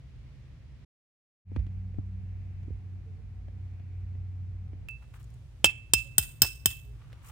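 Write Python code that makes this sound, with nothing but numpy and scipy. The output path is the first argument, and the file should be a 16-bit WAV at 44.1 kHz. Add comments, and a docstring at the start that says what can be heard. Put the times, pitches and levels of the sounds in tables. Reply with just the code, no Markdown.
"""Pitching a tent by the sea

Distant air, a short silence, then a low engine drone with a few soft knocks and faint far-off hoots.
A steel hammer touches a tent peg once and drives it into gravel with five blows. The peg's ring is
choked as it sinks, while the hard ping of the steel grows. Ground and trees scatter each clink,
pebbles tick, and a strap rustles over the gravel."""
import sys
import numpy as np
from scipy import signal
from scipy.fft import rfft, irfft
from scipy.io import wavfile

SR = 44100
rng = np.random.default_rng(int(sys.argv[2]) if len(sys.argv) > 2 else 0)


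def file_out(sig):
    """Save sig as 16-bit WAV at sys.argv[1]."""
    # one column per channel
    cols = np.atleast_2d(sig).T
    # limit, then scale
    lim = np.clip(cols, -1, 1)
    pcm = np.round(lim * 32767).astype(np.int16)
    wavfile.write(sys.argv[1], SR, pcm)


N = 322371
TIME = np.arange(N) / SR
AGE = np.arange(int(.7 * SR)) / SR  # seconds since a hit

# The noise of steel meeting steel. Each row: frequency in Hz, level in dB.
STEEL_CRACK = [(1200, -15.5), (2000, -11.5), (3200, 2.5), (4500, -2), (5300, 6.5), (5800, -5), (6600, 0),
               (8700, 0.5), (9700, -8), (13500, -7.5), (15000, -8.5), (16000, -13)]
# The noise of stones jolted around the peg. Each row: frequency in Hz, level in dB.
STONE_CRUNCH = [(100, -16), (270, 1), (400, -1), (570, -5.5), (1000, 0.5), (1270, -3.5), (1600, -0.5),
                (2300, -15), (5000, -12.5)]


def undb(db):
    """Turn decibels into a number to multiply by."""
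    return 10 ** (np.asarray(db) / 20)


def between(ends, share):
    """The value a share of the way from the first end to the second."""
    return ends[0] + (ends[1] - ends[0]) * share


def flicker(rate):
    """A random wander of size about 1 that turns rate times a second."""
    return np.interp(TIME * rate, np.arange(N), rng.standard_normal(N))


def fade(t60):
    """Die away after a hit, by 60 dB in t60 seconds."""
    return np.exp(-np.log(1000) * AGE / t60)


def span(start, end, rise, fall):
    """Fade in from start and be silent again at end, all in seconds."""
    return np.clip((TIME - start) / rise, 0, 1) * np.clip((end - TIME) / fall, 0, 1)


def swell(start, length, rise_share=.44, release_s=.013):
    """Build up over a share of the length, hold, then die away."""
    build = np.clip((TIME - start) / (rise_share * length), 0, 1)
    return build * np.exp(-np.maximum(TIME - start - length, 0) / release_s)


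def add(out, start, sound):
    """Mix a short sound into out at start seconds."""
    i = int(start * SR)
    out[:, i:i + len(AGE)] += sound[..., :N - i]


def colour(points, hz):
    """How strong a frequency is on a curve drawn through (Hz, dB) points."""
    point_hz, db = np.transpose(points)
    return undb(np.interp(np.log(hz + 1), np.log(point_hz), db))


def tint(x, points):
    """Filter a sound to the colour of the (Hz, dB) points."""
    size = x.shape[-1]
    cepstrum = irfft(np.log(colour(points, np.fft.rfftfreq(size, 1 / SR))), size)
    # fold the filter forward in time, so nothing sounds before the hit
    cepstrum[1:size // 2] *= 2
    cepstrum[size // 2:] = 0
    return irfft(rfft(x) * np.exp(rfft(cepstrum)), size)


def noise(points, bass_spread=.1, apart_hz=2500):
    """Steady coloured noise of size 1; left and right are alike in the bass, unrelated in the treble."""
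    hz = np.fft.rfftfreq(N, 1 / SR)
    mid, side = rfft(rng.standard_normal((2, N)))
    spread = np.clip(hz / apart_hz, bass_spread, 1)
    stereo = mid + np.array([[1], [-1]]) * spread * side
    x = irfft(stereo * colour(points, hz), N)
    return x / x.std()


def burst(points, t60, spread):
    """A short flurry of contacts, coloured by what is struck; spread sets the stereo width."""
    mid, side = rng.standard_normal((2, len(AGE))) * fade(t60)
    flurry = (mid + np.array([[spread], [-spread]]) * side) / np.hypot(1, spread)
    gains = colour(points, np.fft.rfftfreq(len(AGE), 1 / SR))
    return tint(flurry, points) / np.sqrt(np.mean(gains ** 2))


def air():
    """Low rumble and a faint hush of sea and leaves: at the shore, at the tent site, then at the peg."""
    # The colour of the air at each spot. Each row: frequency in Hz, relative level in dB.
    shore_colour = [(15, -51), (25, -43), (42, -8), (66, 0), (95, -9), (131, -3.5), (172, -22.5),
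                    (243, -25.5), (335, -32.5), (673, -39.5), (729, -42.5), (1580, -44.5), (1910, -41.5),
                    (5280, -53), (15000, -73.5)]
    site_colour = [(20, -46), (30, -15), (42, -9), (58, 8.5), (80, -5), (120, -2.5), (170, -13), (300, -26),
                   (600, -37.5), (1300, -43), (2300, -42.5), (3200, -50), (6000, -56), (10000, -64.5),
                   (15000, -70.5)]
    peg_colour = [(20, -38.5), (30, -21), (42, -5), (60, 10.5), (85, -1), (120, 6), (180, -18),
                  (300, -23.5), (600, -31), (1300, -38), (2500, -38.5), (4500, -44.5), (9000, -49),
                  (15000, -58.5)]
    shore = undb(-46.5) * noise(shore_colour, bass_spread=.31)
    site = leaves() + undb(-44) * noise(site_colour, bass_spread=.39)
    peg = undb(-46) * noise(peg_colour, bass_spread=.28)
    shore *= span(-.0091, .85, rise=.011, fall=.0057)
    site *= span(1.45, 4.91, rise=.099, fall=.023)
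    peg *= span(4.87, 7.5, rise=.029, fall=.02)
    return (shore + site + peg) * undb(.5 * flicker(rate=6))


def leaves(rise_s=.17, fall_s=.33):
    """Gusts stir the leaves; each rises quickly and dies away slowly."""
    # The hiss of leaves. Each row: frequency in Hz, level in dB.
    leaf_colour = [(1000, -24.5), (1900, -2), (2300, 1), (2650, -3), (3100, -19.5), (8000, -34.5)]
    # Gusts of wind. Each row: time of the peak in seconds, level in dB.
    gusts = [(1.5, -74), (2.401, -74), (3.85, -74.5)]
    wind = 0
    for peak, db in gusts:
        width = np.where(TIME < peak, rise_s, fall_s)
        wind += undb(db) * np.exp(-((TIME - peak) / width) ** 2 / 2)
    return wind * noise(leaf_colour)


def engine(firing_hz=(93.85, 91.8), second_db=(-15.5, -26.5), whine_hz=745):
    """A distant engine slows a little: a hum at its firing rate, one an octave up, and a thin whine."""
    # The hum's level, which dips briefly midway. 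Each row: time in seconds, level in dB.
    levels = [(1.55, -36.5), (3.17, -42.5), (3.21, -51), (3.29, -44.5), (4.35, -36), (4.85, -43)]
    level_db = np.interp(TIME, *np.transpose(levels))
    slowed = np.interp(TIME, (2.126, 3.2), (0, 1))  # moves each pair of settings from first to second
    phase = 2 * np.pi * np.cumsum(between(firing_hz, slowed)) / SR
    phase = phase + np.array([[0], [.11]])  # the right side is slightly ahead
    second = undb(between(second_db, slowed) + 2 * flicker(rate=21)) * np.sin(2 * phase)
    hum = np.sqrt(2) * undb(level_db + .55 * flicker(rate=9)) * (np.sin(phase) + second)
    whine_gain = undb(-78 + .82 * flicker(rate=11))
    whine = whine_gain * np.sin(2 * np.pi * np.cumsum(whine_hz + 9 * flicker(rate=17)) / SR)
    return (hum + whine) * span(1.45, 4.92, rise=.088, fall=.13)


def knock(points, t60, brightness_db=0, thud_hz=260):
    """A short rattle of contacts, tilted by brightness_db for each octave above the thud."""
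    tilted = [(hz, db + brightness_db * np.log2(hz / thud_hz)) for hz, db in points]
    mid, side = rng.standard_normal((2, len(AGE))) * fade(t60)
    return tint(mid + np.array([[.5], [-.5]]) * side, tilted)


def thump(sweep_s, start_hz, end_hz, peak_sweeps):
    """A bass pulse that swells while its pitch drops, loudest after peak_sweeps times sweep_s."""
    hz = end_hz + (start_hz - end_hz) * np.exp(-AGE / sweep_s)
    progress = AGE / (peak_sweeps * sweep_s)
    return np.sin(2 * np.pi * np.cumsum(hz) / SR) * progress * np.exp(1 - progress)


def gear():
    """Camping gear is knocked softly, with a few heavy bumps close by; harder contacts are brighter."""
    # Soft knocks. Each row: start in seconds, level in dB, brightness in dB per octave.
    knocks = [(1.517, -35.5, -4.5), (1.562, -22.5, 0.1), (1.592, -46, 3), (1.666, -47, 3.5),
              (1.943, -47, 1), (1.985, -27, -6), (2.63, -56.5, 5), (2.679, -36, -8), (2.705, -40, -5.5),
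              (3.483, -41, 0), (3.797, -47.5, 1.5), (4.151, -45, -0.5), (4.732, -44.5, .5),
              (7.129, -54.5, 7)]
    # The dull thud of a knock. Each row: frequency in Hz, level in dB.
    knock_colour = [(60, 7.5), (260, 20.5), (700, 2.5), (1200, -11), (2400, -9.5), (8500, -43),
                    (16000, -52)]
    # Heavy bumps. Each row: start in seconds, level in dB.
    bumps = [(1.565, -23), (1.985, -34), (2.701, -34.5)]
    out = np.zeros((2, N))
    for start, db, brightness_db in knocks:
        add(out, start, undb(db) * knock(knock_colour, t60=.03, brightness_db=brightness_db))
    bump = thump(sweep_s=.016, start_hz=150, end_hz=50.2, peak_sweeps=1.32)
    for start, db in bumps:
        add(out, start, undb([[db - 3], [db + 3]]) * bump)  # louder on the right
    return out


def hoots(waver_hz=8):
    """Soft, nearly pure calls swell and fade in the distance."""
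    # Far-off calls. Each row: start in seconds, length in seconds, pitch in Hz, level in dB.
    calls = [(3.048, .05, 445, -62), (3.146, 0.057, 450, -67), (6.045, 0.026, 545, -62),
             (6.836, 0.093, 405, -64)]
    out = 0
    for start, length, hz, db in calls:
        phase = 2 * np.pi * np.cumsum(hz + waver_hz * flicker(rate=33)) / SR
        out += undb(db) * swell(start, length) * np.sin(phase)
    return out


def clink(range_db, grip_s, ring_stretch=1.073, choke_db=-13, choke_s=.02):
    """Steel hits steel with a ring and a crack; where the face lands sets how loud each range is."""
    # The centres of five ranges in Hz: peg tone, clank, overtone, ping, top ping.
    range_hz = [2643, 3150, 5250, 8300, 14700]
    # Peg and hammer ring together; the peg bends two ways, so its tone is a pair. Each row: pitch in Hz,
    # level in dB, fade time in seconds before ring_stretch, left minus right in dB.
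    steel_tones = [(2640, -2, .42, -10), (2647, -13, .3, -4), (1900, -25, .08, 0), (4215, -13, .05, 0),
                   (3034, -5, .05, 2), (3137, 1, .052, 2), (3184, -13, .11, 2), (3678, -6, .055, 0),
                   (5210, 0, .05, -3), (5285, -6, .1, -6), (5923, -18, .06, 0), (7430, -14, .05, 0),
                   (6480, -3, .02, 0), (6860, -5, .022, 0), (8000, -4, .02, 3), (8990, -8, .025, 0),
                   (11580, -15, .035, 0), (8303, 0, .025, 3), (8557, 1, .025, 2), (8530, -27, .28, 2),
                   (13323, -16, .045, 0), (14662, 3, .035, 1), (14680, -25, .18, 0), (14840, -6, .028, 0),
                   (15334, -7, .033, 0)]
    strength = list(zip(range_hz, range_db))
    ring = 0
    for hz, db, t60, pan_db in steel_tones:
        hz += .5 * rng.standard_normal() / t60  # the most damped tones shift most from blow to blow
        # higher tones reach the two ears more out of step
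        phase = 2 * np.pi * rng.random((2, 1)) * min((hz / 9000) ** 3, 1) + np.array([[0], [1]])
        gain = undb(db + np.array([[pan_db], [-pan_db]]) / 2) * colour(strength, hz)
        ring += gain * np.sin(2 * np.pi * hz * AGE + phase) * fade(t60 * ring_stretch)
    # the gravel closes on the shaft and chokes its ring
    grip = undb(choke_db * np.clip((AGE - grip_s) / choke_s + .5, 0, 1))
    crack = tint(burst(STEEL_CRACK, t60=.021, spread=1), strength[1:])
    return undb(3) * ring * grip, undb(11.5) * crack


def shaft_knock(hz):
    """The peg's shaft knocks against the soil, which stops it within a few cycles."""
    # The shaft's tones. Each row: multiple of its pitch, level in dB.
    shaft_tones = [(1.002, -1.5), (1.199, -1), (1.5, -2.5)]
    phase = 2 * np.pi * hz * AGE
    return sum(undb(db) * np.sin(multiple * phase) for multiple, db in shaft_tones) * fade(t60=.017)


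def scatter(sound, tail_t60=.43, early_t60=.14, trees_s=.051):
    """Countless weak echoes from stones and plants, nearest first, with a cluster from a row of trees."""
    trees = undb(-8) * np.exp(-((AGE - trees_s) / .012) ** 2)
    sizes = rng.standard_normal((2, len(AGE))) * undb(4 * flicker(rate=830)[:len(AGE)])
    echoes = sizes * (fade(tail_t60) + undb(-3) * fade(early_t60) + trees) * (AGE > .004)
    echoes /= np.sqrt(np.sum(echoes ** 2) / 2)
    scattered = signal.fftconvolve(sound, echoes, axes=1)[:, :N]
    # small stones and leaves throw back mostly treble
    return tint(scattered, [(500, -1), (2600, 6.5), (4500, -1.5), (8000, -1), (15000, -2.5)])


def hammering(contact_s=.001):
    """Each blow rings the steel, knocks the shaft, crunches the gravel and thumps the ground."""
    # Hammer blows. Each row: start in seconds, force in dB, looseness of the peg from 0 to 1, levels of
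    # peg tone, overtone and crunch in dB, seconds until the gravel grips, echo level in dB.
    blows = [(4.8853, -50, 0.8, -40.5, -93, -51, .09, -9), (5.643, -2, 0.99, -21.5, -30, -22.5, .062, -5.5),
             (5.9345, 0, 0.23, -25.5, -22, -32, 0.096, -2),
             (6.1805, -0.5, 0.05, -38.5, -31, -30, 0.14, 2.5),
             (6.418, -0.5, 0.02, -32.5, -18.5, -31.5, .11, 2.5),
             (6.657, -2.5, 0.04, -38.5, -30, -32, .135, 3)]
    direct, to_echo = np.zeros((2, 2, N))
    for start, force_db, loose, tone_db, overtone_db, crunch_db, grip_s, echo_db in blows:
        # each pair is (firm, loose): a firm peg pings and thumps, a loose one clanks and knocks
        clank_db = force_db + between((-27.5, -13.5), loose)
        ping_db = force_db + between((-18, -16), loose)
        top_ping_db = force_db + between((-12.5, -39), loose)
        shaft_db = force_db + between((-27.5, -13.5), loose)
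        thump_db = force_db + between((-29.5, -32.5), loose)
        ring, crack = clink([tone_db, clank_db, overtone_db, ping_db, top_ping_db], grip_s)
        shaft = undb(shaft_db) * shaft_knock(hz=between((270, 563), loose))
        ground = shaft + undb(crunch_db + 5) * burst(STONE_CRUNCH, t60=.03, spread=.15)
        thud = undb(thump_db) * thump(sweep_s=.016, start_hz=213, end_hz=48.26, peak_sweeps=1.02)
        thrown = undb(-20) * ring + undb(-16) * crack + undb(-19.5) * ground
        add(direct, start, thud)
        add(direct, start + contact_s, ring + crack + ground)  # once the hammer face has pressed home
        add(to_echo, start + contact_s, undb(echo_db) * thrown)
    return direct + rebounds() + scatter(to_echo)


def pebbles():
    """Pebbles tick beside the peg."""
    # Pebble ticks. Each row: start in seconds, level in dB.
    ticks = [(4.909, -60), (5.229, -62), (5.242, -60.5), (5.303, -66), (5.341, -63)]
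    # The bright click of a pebble. Each row: frequency in Hz, level in dB.
    pebble_colour = [(500, -12), (3000, -13), (6500, 7), (11000, -1), (16000, -6)]
    out = np.zeros((2, N))
    for start, db in ticks:
        add(out, start, undb(db) * knock(pebble_colour, t60=.025))
    return out


def strap_rustle(catch_db=3.5):
    """A strap is drawn over the gravel in short pulls, and both drag in small uneven catches."""
    # Short pulls. Each row: start in seconds, length in seconds, gravel level in dB, strap level in dB.
    pulls = [(5.02, 0.0082, -61, -75), (5.135, .012, -57.5, -64.5), (5.154, 0.017, -64, -72),
             (5.187, .03, -71, -68), (6.885, 0.34, -68.5, -84.5), (7.219, 0.11, -60, -59)]
    # Shifting gravel and the sliding strap. Each row: frequency in Hz, level in dB.
    gravel_colour = [(300, -36), (800, -3), (1200, 2.5), (1900, -5.5), (3000, -9), (5000, -22),
                     (12000, -42)]
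    strap_colour = [(1000, -16), (4000, -13.5), (8000, 1), (11000, -7), (15000, -4)]
    gravel = undb(catch_db * flicker(rate=220))
    strap = undb(catch_db * flicker(rate=260))
    gravel = gravel * noise(gravel_colour)
    strap = strap * noise(strap_colour)
    return sum(swell(start, length) * (undb(gravel_db) * gravel + undb(strap_db) * strap)
               for start, length, gravel_db, strap_db in pulls)


def rebounds():
    """The hammer drops back or the peg slips just after a blow."""
    # Small after-hits. Each row: start in seconds, steel level in dB, crunch level in dB.
    hits = [(5.655, -22, -29.5), (5.697, -64, -52), (5.705, -50, -64.5), (6.431, -36.5, -29.5),
            (6.446, -37.5, -32.5)]
    out = np.zeros((2, N))
    for start, steel_db, crunch_db in hits:
        add(out, start, undb(steel_db) * burst(STEEL_CRACK, t60=.052, spread=.34))
        add(out, start, undb(crunch_db) * burst(STONE_CRUNCH, t60=.05, spread=.15))
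    return out


def scene():
    """Hammer and gear over the open air; the background leans slightly right."""
    close_by = hammering() + gear() + pebbles() + strap_rustle()
    background = air() + engine() + hoots()
    return close_by + background * undb([[-.35], [.35]])


def record(dry, top_hz=15900):
    """Round off the highest peaks and cut the very top of the treble."""
    low_pass = signal.ellip(8, .2, 70, top_hz, fs=SR, output="sos")
    return signal.sosfilt(low_pass, np.tanh(dry))


dry = scene()
out = record(dry)
file_out(out)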